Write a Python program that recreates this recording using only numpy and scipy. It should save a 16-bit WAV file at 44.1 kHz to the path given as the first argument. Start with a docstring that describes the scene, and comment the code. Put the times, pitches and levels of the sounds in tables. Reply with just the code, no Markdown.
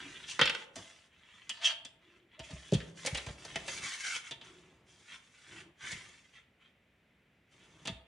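"""A faint rustle of card and hands comes first, then a wooden pencil drops and clatters on a matted table.
A plastic paper trimmer is fetched: its hollow body and steel blade clack and scrape, and it thumps down.
A strip of card is tapped onto its bed and slid to and fro under the guide, rubbing, hissing and singing.
Hits are short bursts that make each thing ring; slides are longer noise shaped by the same kind of ringing.
The trimmer clacks again as it is handled, and the faint hush of a small room lies under it all."""
import sys
import numpy as np
from scipy import signal
from scipy.fft import rfft, irfft, next_fast_len
from scipy.io import wavfile
from scipy.ndimage import uniform_filter1d, map_coordinates

SR = 44100
rng = np.random.default_rng(int(sys.argv[2]) if len(sys.argv) > 2 else 0)


def output_pcm(signal):
    """Save a mono or channel-first signal as 16-bit PCM at the path in sys.argv[1].

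    Samples are clipped to [-1, 1] before scaling.
    """
    pcm = np.clip(np.atleast_2d(signal).T, -1, 1) * 32767
    wavfile.write(sys.argv[1], SR, np.round(pcm).astype(np.int16))


N = 355887

# How long the room's echo lasts (t60 is the time to fade by 60 dB): f/Hz, t60/s
ROOM_DECAY = [(100, 0.37), (500, 0.91), (1500, 0.45), (3300, 0.41), (6000, 0.23), (11000, 0.38)]
# How strongly each pitch spreads to the sides: f/Hz, level/dB
SIDE_COLOUR = [(120, -35), (250, -27), (500, -15.5), (1200, -13.5), (2500, -9.5), (4000, -10.5),
               (6000, -10.5), (9000, -7)]
# The colour of each sound, meaning its balance of low and high pitches: f/Hz, level/dB
HUSH_COLOUR = [(25, -26.5), (55, -7), (170, -6), (350, -12.5), (600, -15.5), (1100, -22.5), (2100, -14.5),
               (3400, -22.5), (4500, -33.5), (16000, -47)]
PALM_COLOUR = [(40, -7), (70, -4.5), (165, 0.5), (260, -6.5), (380, -1.5), (480, -12), (1200, -13.5),
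               (3000, -62.5)]
PENCIL_COLOUR = [(60, -38.5), (170, -22), (700, -22.5), (1400, -15.5), (3000, -8), (4500, -14.5),
                 (7000, -25), (10000, -32), (13000, -59.5)]
TRIMMER_COLOUR = [(60, -18), (150, -0.5), (700, -7), (1200, -5), (2800, 6.5), (4500, -3), (7000, -5),
                  (10000, -15), (12500, -45)]
DRAG_COLOUR = [(100, -57), (430, -25), (650, -3.5), (1500, 3), (3200, 7.5), (6200, -4), (10000, -18),
               (12500, -57.5)]
SCRAPE_COLOUR = [(400, -60.5), (1400, -24.5), (2300, -9.5), (2800, 3), (4200, -7), (6200, -4), (10000, -17),
                 (12500, -51)]
CARD_TAP_COLOUR = [(60, -19), (200, -7.5), (650, -3.5), (1100, -5.5), (2100, 6), (3500, 1.5), (6500, -6.5),
                   (10000, -13), (13000, -51)]
CARD_FACE_COLOUR = [(100, -17.5), (600, -19.5), (1000, -8.5), (1500, -5.5), (2200, -5.5), (3400, -3),
                    (4300, -17), (7000, -59)]
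CARD_EDGE_COLOUR = [(2000, -29), (3800, -5), (6300, -0.5), (8000, -6), (10000, -10.5), (11300, -24.5),
                    (12500, -63)]
# Pitches at which each thing rings, standing out of its colour: f/Hz, width/Hz, lift/dB
PENCIL_PEAKS = [(500, 42, 10), (1445, 160, 9.5), (2051, 300, 6.5), (2687, 83, 9), (3193, 110, 10),
                (3600, 140, 8.5)]
TRIMMER_PEAKS = [(660, 17, 12), (917, 25, 11), (1265, 25, 9.1), (1780, 120, 7.5), (4560, 120, 8.6)]
BLADE_PEAKS = [(1870, 120, 17), (2730, 230, 5.9), (3210, 220, 17), (5810, 420, 7.6)]
CARD_PEAKS = [(1990, 420, 5.1), (3470, 830, 2.5)]

# Palms rubbing the table (swell is the level change along the way): t/s, length/s, level/dB, swell/dB
PALM_RUBS = [(0.012, 0.45, -64, -10), (0.788, 0.016, -51, -1), (2.474, 1.38, -63, 13.5),
             (4.365, 0.68, -68.5, -5), (5.502, 0.203, -63, -7), (5.838, 0.27, -64, -7),
             (7.543, 0.37, -66, 7.5)]
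# Skin humming as it drags over the mat: t/s, length/s, level/dB, swell/dB, f/Hz
PALM_HUMS = [(0.02, 0.091, -56, -2, 295), (2.05, .22, -68.5, -1, 355), (4.44, .28, -66.5, -4, 358),
             (5.48, 0.22, -66, 3, 325)]
# The table top's own notes: f/Hz, level/dB, t60/s
TABLE_NOTES = [(65.6, -17, 0.38), (146, 1, 0.055), (186.8, -4, 0.085), (168, -29, 1.05), (293.8, -14, 0.09),
               (394, -2, 0.075), (482, -25, 0.85), (533, -4, 0.075), (664, -11, 0.13)]
# Soft blows of hands and trimmer feet on the table: t/s, peak/dB, contact time/s
THUMPS = [(.418, -37, 0.0024), (2.396, -48.5, 0.0094), (2.53, -36, 0.0069), (2.724, -17.5, 0.002),
          (2.729, -22.5, 0.002), (2.747, -18.5, 0.0056), (3.124, -32, 0.0081), (3.269, -37, 0.0093),
          (3.303, -41, 0.0037), (3.563, -36.5, 0.001), (5.926, -44.5, 0.0047), (5.95, -45.5, 0.0039),
          (7.894, -36.5, 0.0036), (7.914, -40.5, 0.01)]
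# Pencil bounces (knock is the low part of a hit, bright the high part): t/s, level/dB, knock/dB, bright/dB
PENCIL_HITS = [(0.393, 1, 2.5, -13.5), (0.4, -8, -3, -27.5), (0.4135, 6, -4, -14.5),
               (0.419, 1.5, -5.5, -31), (0.427, -4, -7, -30.5), (0.433, -3, -15, -29),
               (0.444, -9, -20, -18.5), (0.4565, -3.5, -11, -8.5), (0.475, -1, -17, -21.5),
               (0.4965, -4, -9.5, -12.5), (0.549, -10, -4, -11)]
# Trimmer parts clacking: t/s, level/dB, knock/dB, bright/dB, note/Hz, note lift/dB, chatter/dB
TRIMMER_HITS = [(1.494, -8.5, -29, -2, 3180, 17, 11.5), (1.5, -13, -21, -18.5, 2940, 19, 14),
                (1.849, -18.5, -13, -2.5, 3380, 13, 18), (2.393, -17, -3, -9, 3030, 8, 18),
                (2.5062, -20.5, 2, -7, 3300, 1, 15), (2.7201, -17, -2, -1.5, 3470, 9, 10),
                (2.7345, -9.5, -6, -2, 3290, 15.5, 20), (2.7444, -11.5, -16, -2, 3360, 16, 7),
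                (2.804, -19.5, -20, -23.5, 1770, 15, 1.5), (4.3109, -12, -10.5, -8, 3490, 17, 8.5),
                (4.412, -22.5, -9.5, -17.5, 3480, 16, 15), (4.728, -37.5, 13, -18, 3420, 6, 0.5),
                (7.8537, -15, -4.5, -8.5, 3530, 12, 14), (7.8736, -9, -11, -5, 3570, 16.5, 7),
                (7.8785, -11.5, -5.5, -15.5, 1790, 10, -5)]
# The trimmer dragged as it is picked up, with one hard jerk: t/s, length/s, level/dB, swell/dB
TRIMMER_DRAGS = [(1.54, 0.074, -57, 0.5), (1.623, 0.097, -41.5, 2.5)]
# Its blade scraping along the steel edge: t/s, length/s, level/dB, swell/dB
BLADE_SCRAPES = [(1.648, 0.015, -25.5, 3.5), (1.674, 0.0034, -29, -1.5), (1.684, 0.036, -44.5, -12)]
# Its feet skidding on the mat: t/s, length/s, level/dB, swell/dB, f/Hz
FOOT_SKIDS = [(1.62, 0.11, -56.5, 2, 660), (2.398, .025, -55, -1, 629), (2.5, 0.075, -63, 4, 625)]
# The card's edge tapping down: t/s, level/dB, knock/dB, bright/dB, chatter rise/s
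CARD_TAPS = [(0.757, -19.5, -6, 1.5, 0.0028), (0.764, -18.5, 6.5, 0.5, .001),
             (3.0488, -12.5, -0.5, -5.5, 0.00091), (3.0607, -7.5, -9.5, 3, 0.0028),
             (3.067, -5, -7, -4, 0.014), (3.1463, -6.5, -12, -8.5, 0.0053), (3.172, -9.5, -9.5, -5, .02),
             (3.2634, -16.5, -2.5, -7.5, .003), (3.286, -19, 2, -36, .001), (3.4486, -18.5, 0, 1, 0.0036),
             (3.557, -6, -5.5, -10.5, .001), (3.6795, -11, -7, -7, .003), (5.917, -16.5, -10, 0, 0.0041)]
# Pushes of the card: t/s, length/s, level/dB, swell/dB, edge hiss over the rub/dB
CARD_PUSHES = [(0, 0.63, -52.5, -3.5, -10), (0.781, 0.28, -63, -17, -2.5), (1.13, 0.23, -64.5, 11.5, -14.5),
               (1.347, 0.15, -63.5, -5, -11), (2.026, 0.15, -68, 3.5, -16), (2.331, 0.035, -63.5, -4, -23),
               (2.442, 0.46, -60, -5.5, -3.5), (2.979, 0.35, -57.5, -1.5, -1.5),
               (3.387, 0.254, -56, 0.5, -4.5), (3.685, 0.1, -47.5, -2.5, 0.5),
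               (3.832, 0.12, -46.5, -1, 0.5), (4.008, 0.015, -47, -4.5, -0.5),
               (4.047, 0.11, -43.5, 0.5, -0.5), (4.243, 0.034, -53, 8, -5.5), (4.447, 0.36, -70, -21.5, -5),
               (4.883, 0.56, -71.5, -6, -0.5), (5.075, 0.073, -56, 5.5, -6), (5.356, 0.25, -59, 10, -6.5),
               (5.822, 0.035, -48.5, 4.5, -8), (5.871, 0.06, -47.5, 3, -3.5),
               (5.964, 0.37, -64.5, -19.5, -3.5), (6.339, 0.039, -61.5, 3.5, -12),
               (6.618, 0.084, -69, -5.5, -19), (7.524, 0.34, -68, 2, -6)]
# The card's bending note, lower when more of it hangs free: t/s, f/Hz
CARD_BEND_NOTE = [(3.75, 2400), (3.85, 1978), (4.08, 1520), (4.2, 1350), (5.12, 1422), (5.85, 1593),
                  (5.93, 1902)]

# How fast a slide starts and stops, per 20 dB: rise/s, fall/s
PALM_FADES, DRAG_FADES, PUSH_FADES = (0.032, 0.031), (0.019, 0.02), (0.04, 0.06)


def amp(db):
    """Turn decibels into a number to multiply by."""
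    return 10 ** (np.asarray(db) / 20)


def unit(x):
    """Scale x so that its average strength (rms) is 1."""
    return x / np.sqrt(np.mean(x ** 2) + 1e-20)


def along(points, hz):
    """Read between (f/Hz, value) points on a log pitch scale."""
    pitches, values = np.transpose(points)
    return np.interp(np.log(hz + 1), np.log(pitches + 1), values)


def pitch_curve(rows):
    """Join (t/s, f/Hz) points into one pitch per sample."""
    times, pitches = np.transpose(rows)
    return np.interp(np.arange(N) / SR, times, pitches)


def wobble(rate):
    """A smooth random curve through rate points a second."""
    return map_coordinates(rng.standard_normal(int(N * rate / SR) + 4), [np.arange(N) * rate / SR])


def add(track, start, sound):
    """Mix a sound into the track at start seconds."""
    part = track[round(start * SR):][:len(sound)]
    part += sound[:len(part)]


def body(colour, peaks=(), ripple_db=0, size=8192):
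    """How a thing answers one click: its colour, its ringing peaks and a random ripple of lesser ones."""
    hz = np.fft.rfftfreq(size, 1 / SR)
    lift = 1 + sum((amp(db) ** 2 - 1) / (1 + (2 * (hz - centre) / width) ** 2)
                   for centre, width, db in peaks)
    ripple = ripple_db * map_coordinates(rng.standard_normal(size), [hz / 55])  # a new value every 55 Hz
    gain = amp(along(colour, hz) + ripple) * np.sqrt(np.abs(lift))
    # this fold makes all the ringing come after the click, never before
    fold = np.r_[1, np.full(size // 2 - 1, 2), np.zeros(size // 2)]
    return irfft(np.exp(rfft(irfft(np.log(gain)) * fold)))


def through(x, response):
    """Play x through a body or a room."""
    return signal.fftconvolve(x, response)[:len(x)]


def band(x, edge_hz, kind, order=3):
    """Keep one range of pitches, at strength 1."""
    return unit(signal.sosfilt(signal.butter(order, edge_hz, kind, fs=SR, output="sos"), x))


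def contact(response, db, knock_db, bright_db, chatter_db, chatter_t60, rise_s, knock_hz):
    """A snap and a dying chatter ring a body; each hit has its own amount of low knock and treble."""
    t = np.arange(len(response)) / SR
    clump_db, clump_rate, bright_hz = 2.4, 700, 5000  # chatter comes in clumps of tiny touches
    clumps = amp(clump_db * map_coordinates(rng.standard_normal(len(t)), [t * clump_rate]))
    chatter = clumps * rng.standard_normal(len(t)) * amp(-60 * t / chatter_t60) * (1 - np.exp(-t / rise_s))
    snap = t == 0
    ring = through(snap + amp(chatter_db) * chatter / np.linalg.norm(chatter), response)
    knock = band(ring, knock_hz, "lowpass")
    middle = band(ring, [knock_hz, bright_hz], "bandpass")
    treble = band(ring * amp(-60 * t / 0.045), bright_hz, "highpass")  # the treble dies first
    hit = middle + amp(knock_db) * knock + amp(bright_db) * treble
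    return amp(db) * hit / np.linalg.norm(hit)


def stroke(start, length, db, swell_db, rise_s, fall_s):
    """The strength of one slide: it gets going, grows or fades steadily, then stops."""
    t = np.arange(N) / SR - start
    progress = np.clip(t / length, 0, 1)
    idle = np.maximum(-t, 0) / rise_s + np.maximum(t - length, 0) / fall_s
    return amp(db + swell_db * (progress - .5) - 20 * idle)


def together(gains):
    """Overlapping slides add in power."""
    return np.sqrt(sum(gain ** 2 for gain in gains))


def strokes(rows, fades):
    """The combined strength of a list of slides."""
    return together(stroke(*row[:4], *fades) for row in rows)


def friction(response, catch_rate, catch_db):
    """Fine rubbing through a body, with about catch_rate bigger snags a second."""
    fine = rng.standard_normal(N)
    catches = rng.uniform(-1, 1, N) * (rng.random(N) < catch_rate / SR)
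    return unit(through(fine + amp(catch_db) * unit(catches), response))


def shifting(x, depth_db):
    """Narrow peaks come and go as the touching points move."""
    spectra = signal.stft(x, nperseg=1024)[2]
    patches = uniform_filter1d(rng.standard_normal(spectra.shape), size=3, axis=0)
    patches = uniform_filter1d(patches, size=5, axis=1)
    gain = amp(depth_db * np.tanh(unit(patches)))
    return unit(signal.istft(spectra * gain, nperseg=1024)[1][:N])


def gliding(hz, width_hz):
    """A rough note: a narrow band of noise that follows a pitch curve."""
    slow = band(rng.standard_normal((2, N)), width_hz / 2, "lowpass", order=2)
    phase = 2 * np.pi * np.cumsum(hz) / SR
    return slow[0] * np.cos(phase) + slow[1] * np.sin(phase)


def judder(rows, fades):
    """Something soft sticks and slips on the mat, humming its own note on each slide."""
    hz = pitch_curve([(start + step, note) for start, length, _, _, note in rows for step in (0, length)])
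    return strokes(rows, fades) * gliding(hz, width_hz=50)


def room_hush():
    """A faint, steady, mostly low noise fills the room."""
    return amp(-71) * unit(through(rng.standard_normal(N), body(HUSH_COLOUR)))


def room_echo(x, tail_db, early_db, early_t60):
    """Sound bounces quickly off the table and nearby things, then dies away between the walls."""
    hz, t, spectra = signal.stft(rng.standard_normal(SR), SR, nperseg=256)
    decay = amp(-60 * t / along(ROOM_DECAY, hz)[:, None])
    tail = signal.istft(spectra * decay, SR, nperseg=256)[1]
    t = np.arange(len(tail)) / SR
    early = rng.standard_normal(len(t)) * amp(-60 * t / early_t60) * (t > .002)
    tail = tail * (t > .006)
    echoes = amp(tail_db) * tail / np.linalg.norm(tail) + amp(early_db) * early / np.linalg.norm(early)
    return through(x, echoes)


def palms():
    """Shifting hands make the table murmur, and dragging skin hums on the mat."""
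    murmur = unit(through(rng.standard_normal(N), body(PALM_COLOUR)))
    return strokes(PALM_RUBS, PALM_FADES) * murmur + judder(PALM_HUMS, PALM_FADES)


def table_thumps():
    """Soft blows ring the table top over the mat's dead thud; a longer touch sounds duller."""
    track, t = np.zeros(N), np.arange(SR // 2) / SR
    thud_db, thud_t60, thud_hz = -4, 0.1, 600
    for start, db, touch_s in THUMPS:
        ring = sum(amp(level + rng.normal(0, 2.0) - 60 * t / t60) * np.cos(2 * np.pi * hz * t)
                   for hz, level, t60 in TABLE_NOTES)
        thud = amp(thud_db - 60 * t / thud_t60) * band(rng.standard_normal(len(t)), thud_hz, "lowpass")
        force = np.sin(np.pi * t / touch_s) ** 2 * (t < touch_s)
        thump = band(through(ring + thud, force), 45, "highpass", order=4)  # the board gives no deep bass
        add(track, start, amp(db) * thump / np.abs(thump).max())
    return track


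def pencil():
    """The wooden pencil scuffs as it leaves the fingers, lands end after end and rattles to rest."""
    track = np.zeros(N)
    for start, db, knock_db, bright_db in PENCIL_HITS:
        wood = body(PENCIL_COLOUR, PENCIL_PEAKS, ripple_db=1.3)
        add(track, start, contact(wood, db, knock_db, bright_db,
                                  chatter_db=5, chatter_t60=0.032, rise_s=0.0006, knock_hz=1500))
    scuff = friction(body(SCRAPE_COLOUR), catch_rate=600, catch_db=-0.5)
    return track + scuff * stroke(start=0.282, length=0.03, db=-44, swell_db=8, rise_s=0.019, fall_s=0.06)


def trimmer():
    """The hollow plastic body and steel blade ring when they clack or are dragged; the feet skid."""
    track = np.zeros(N)
    for start, db, knock_db, bright_db, note_hz, note_db, chatter_db in TRIMMER_HITS:
        struck_part = (note_hz, 170, note_db)  # its own peak, 170 Hz wide
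        shell = body(TRIMMER_COLOUR, TRIMMER_PEAKS + [struck_part], ripple_db=1.0)
        add(track, start, contact(shell, db, knock_db, bright_db, chatter_db,
                                  chatter_t60=0.078, rise_s=0.0021, knock_hz=815))
    plastic = friction(body(DRAG_COLOUR, TRIMMER_PEAKS), catch_rate=1100, catch_db=-3.5)
    track += strokes(TRIMMER_DRAGS, DRAG_FADES) * shifting(plastic, depth_db=1)
    steel = friction(body(SCRAPE_COLOUR, BLADE_PEAKS), catch_rate=900, catch_db=-1.5)
    track += strokes(BLADE_SCRAPES, DRAG_FADES) * steel
    return track + judder(FOOT_SKIDS, DRAG_FADES)


def card_taps():
    """The stiff strip crackles as its edge taps and brushes down."""
    track = np.zeros(N)
    for start, db, knock_db, bright_db, rise_s in CARD_TAPS:
        strip = body(CARD_TAP_COLOUR, CARD_PEAKS, ripple_db=2.6)
        add(track, start, contact(strip, db, knock_db, bright_db,
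                                  chatter_db=19.5, chatter_t60=0.045, rise_s=rise_s, knock_hz=925))
    return track


def card_slides():
    """One uneven push makes the card's face rub and its edge hiss; pinned under the guide, it sings."""
    rub = strokes(CARD_PUSHES, PUSH_FADES)
    hiss = together(stroke(*push, *PUSH_FADES) * amp(hiss_db) for *push, hiss_db in CARD_PUSHES)
    uneven = amp(wobble(rate=55) + 0.5 * wobble(rate=170))  # the fast part: paper grain sticks and slips
    face = shifting(friction(body(CARD_FACE_COLOUR, CARD_PEAKS), catch_rate=140, catch_db=0), depth_db=7)
    edge = shifting(friction(body(CARD_EDGE_COLOUR), catch_rate=260, catch_db=-7.5), depth_db=4)
    under_guide = np.arange(N) / SR > CARD_BEND_NOTE[0][0]
    singing = under_guide * np.sqrt(rub / rub.max())  # a faster slide sings more
    bend_hz = pitch_curve(CARD_BEND_NOTE)
    bend = amp(-3) * gliding(bend_hz, width_hz=180)
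    overtone = amp(-8.5) * gliding(1.85 * bend_hz, width_hz=290)
    guide = amp(-1.5) * gliding(np.full(N, 2200), width_hz=150)
    return uneven * (rub * (face + singing * (bend + overtone + guide)) + hiss * edge)


def scene():
    """Every source sits in the centre; only the echoes spread left and right."""
    bright = pencil() + trimmer() + card_taps() + card_slides()
    low = table_thumps() + palms()
    centre = room_hush() + bright + low
    centre += room_echo(bright, tail_db=-10, early_db=-9, early_t60=0.075)
    centre += room_echo(low, tail_db=-18.5, early_db=-16.5, early_t60=0.031)
    side = through(room_echo(centre, tail_db=-5, early_db=-0.5, early_t60=0.04), body(SIDE_COLOUR))
    return np.array([centre + side, centre - side])


def record(dry):
    """Take away the deepest rumble and the very highest treble."""
    bass_cut_hz, top_hz = 38, 16300
    size = next_fast_len(N + SR // 2)
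    hz = np.fft.rfftfreq(size, 1 / SR)
    kept = signal.sosfilt(signal.butter(4, bass_cut_hz, "highpass", fs=SR, output="sos"), dry)
    return irfft(rfft(kept, size) * (hz < top_hz), size)[:, :N]


dry = scene()
out = record(dry)
output_pcm(out)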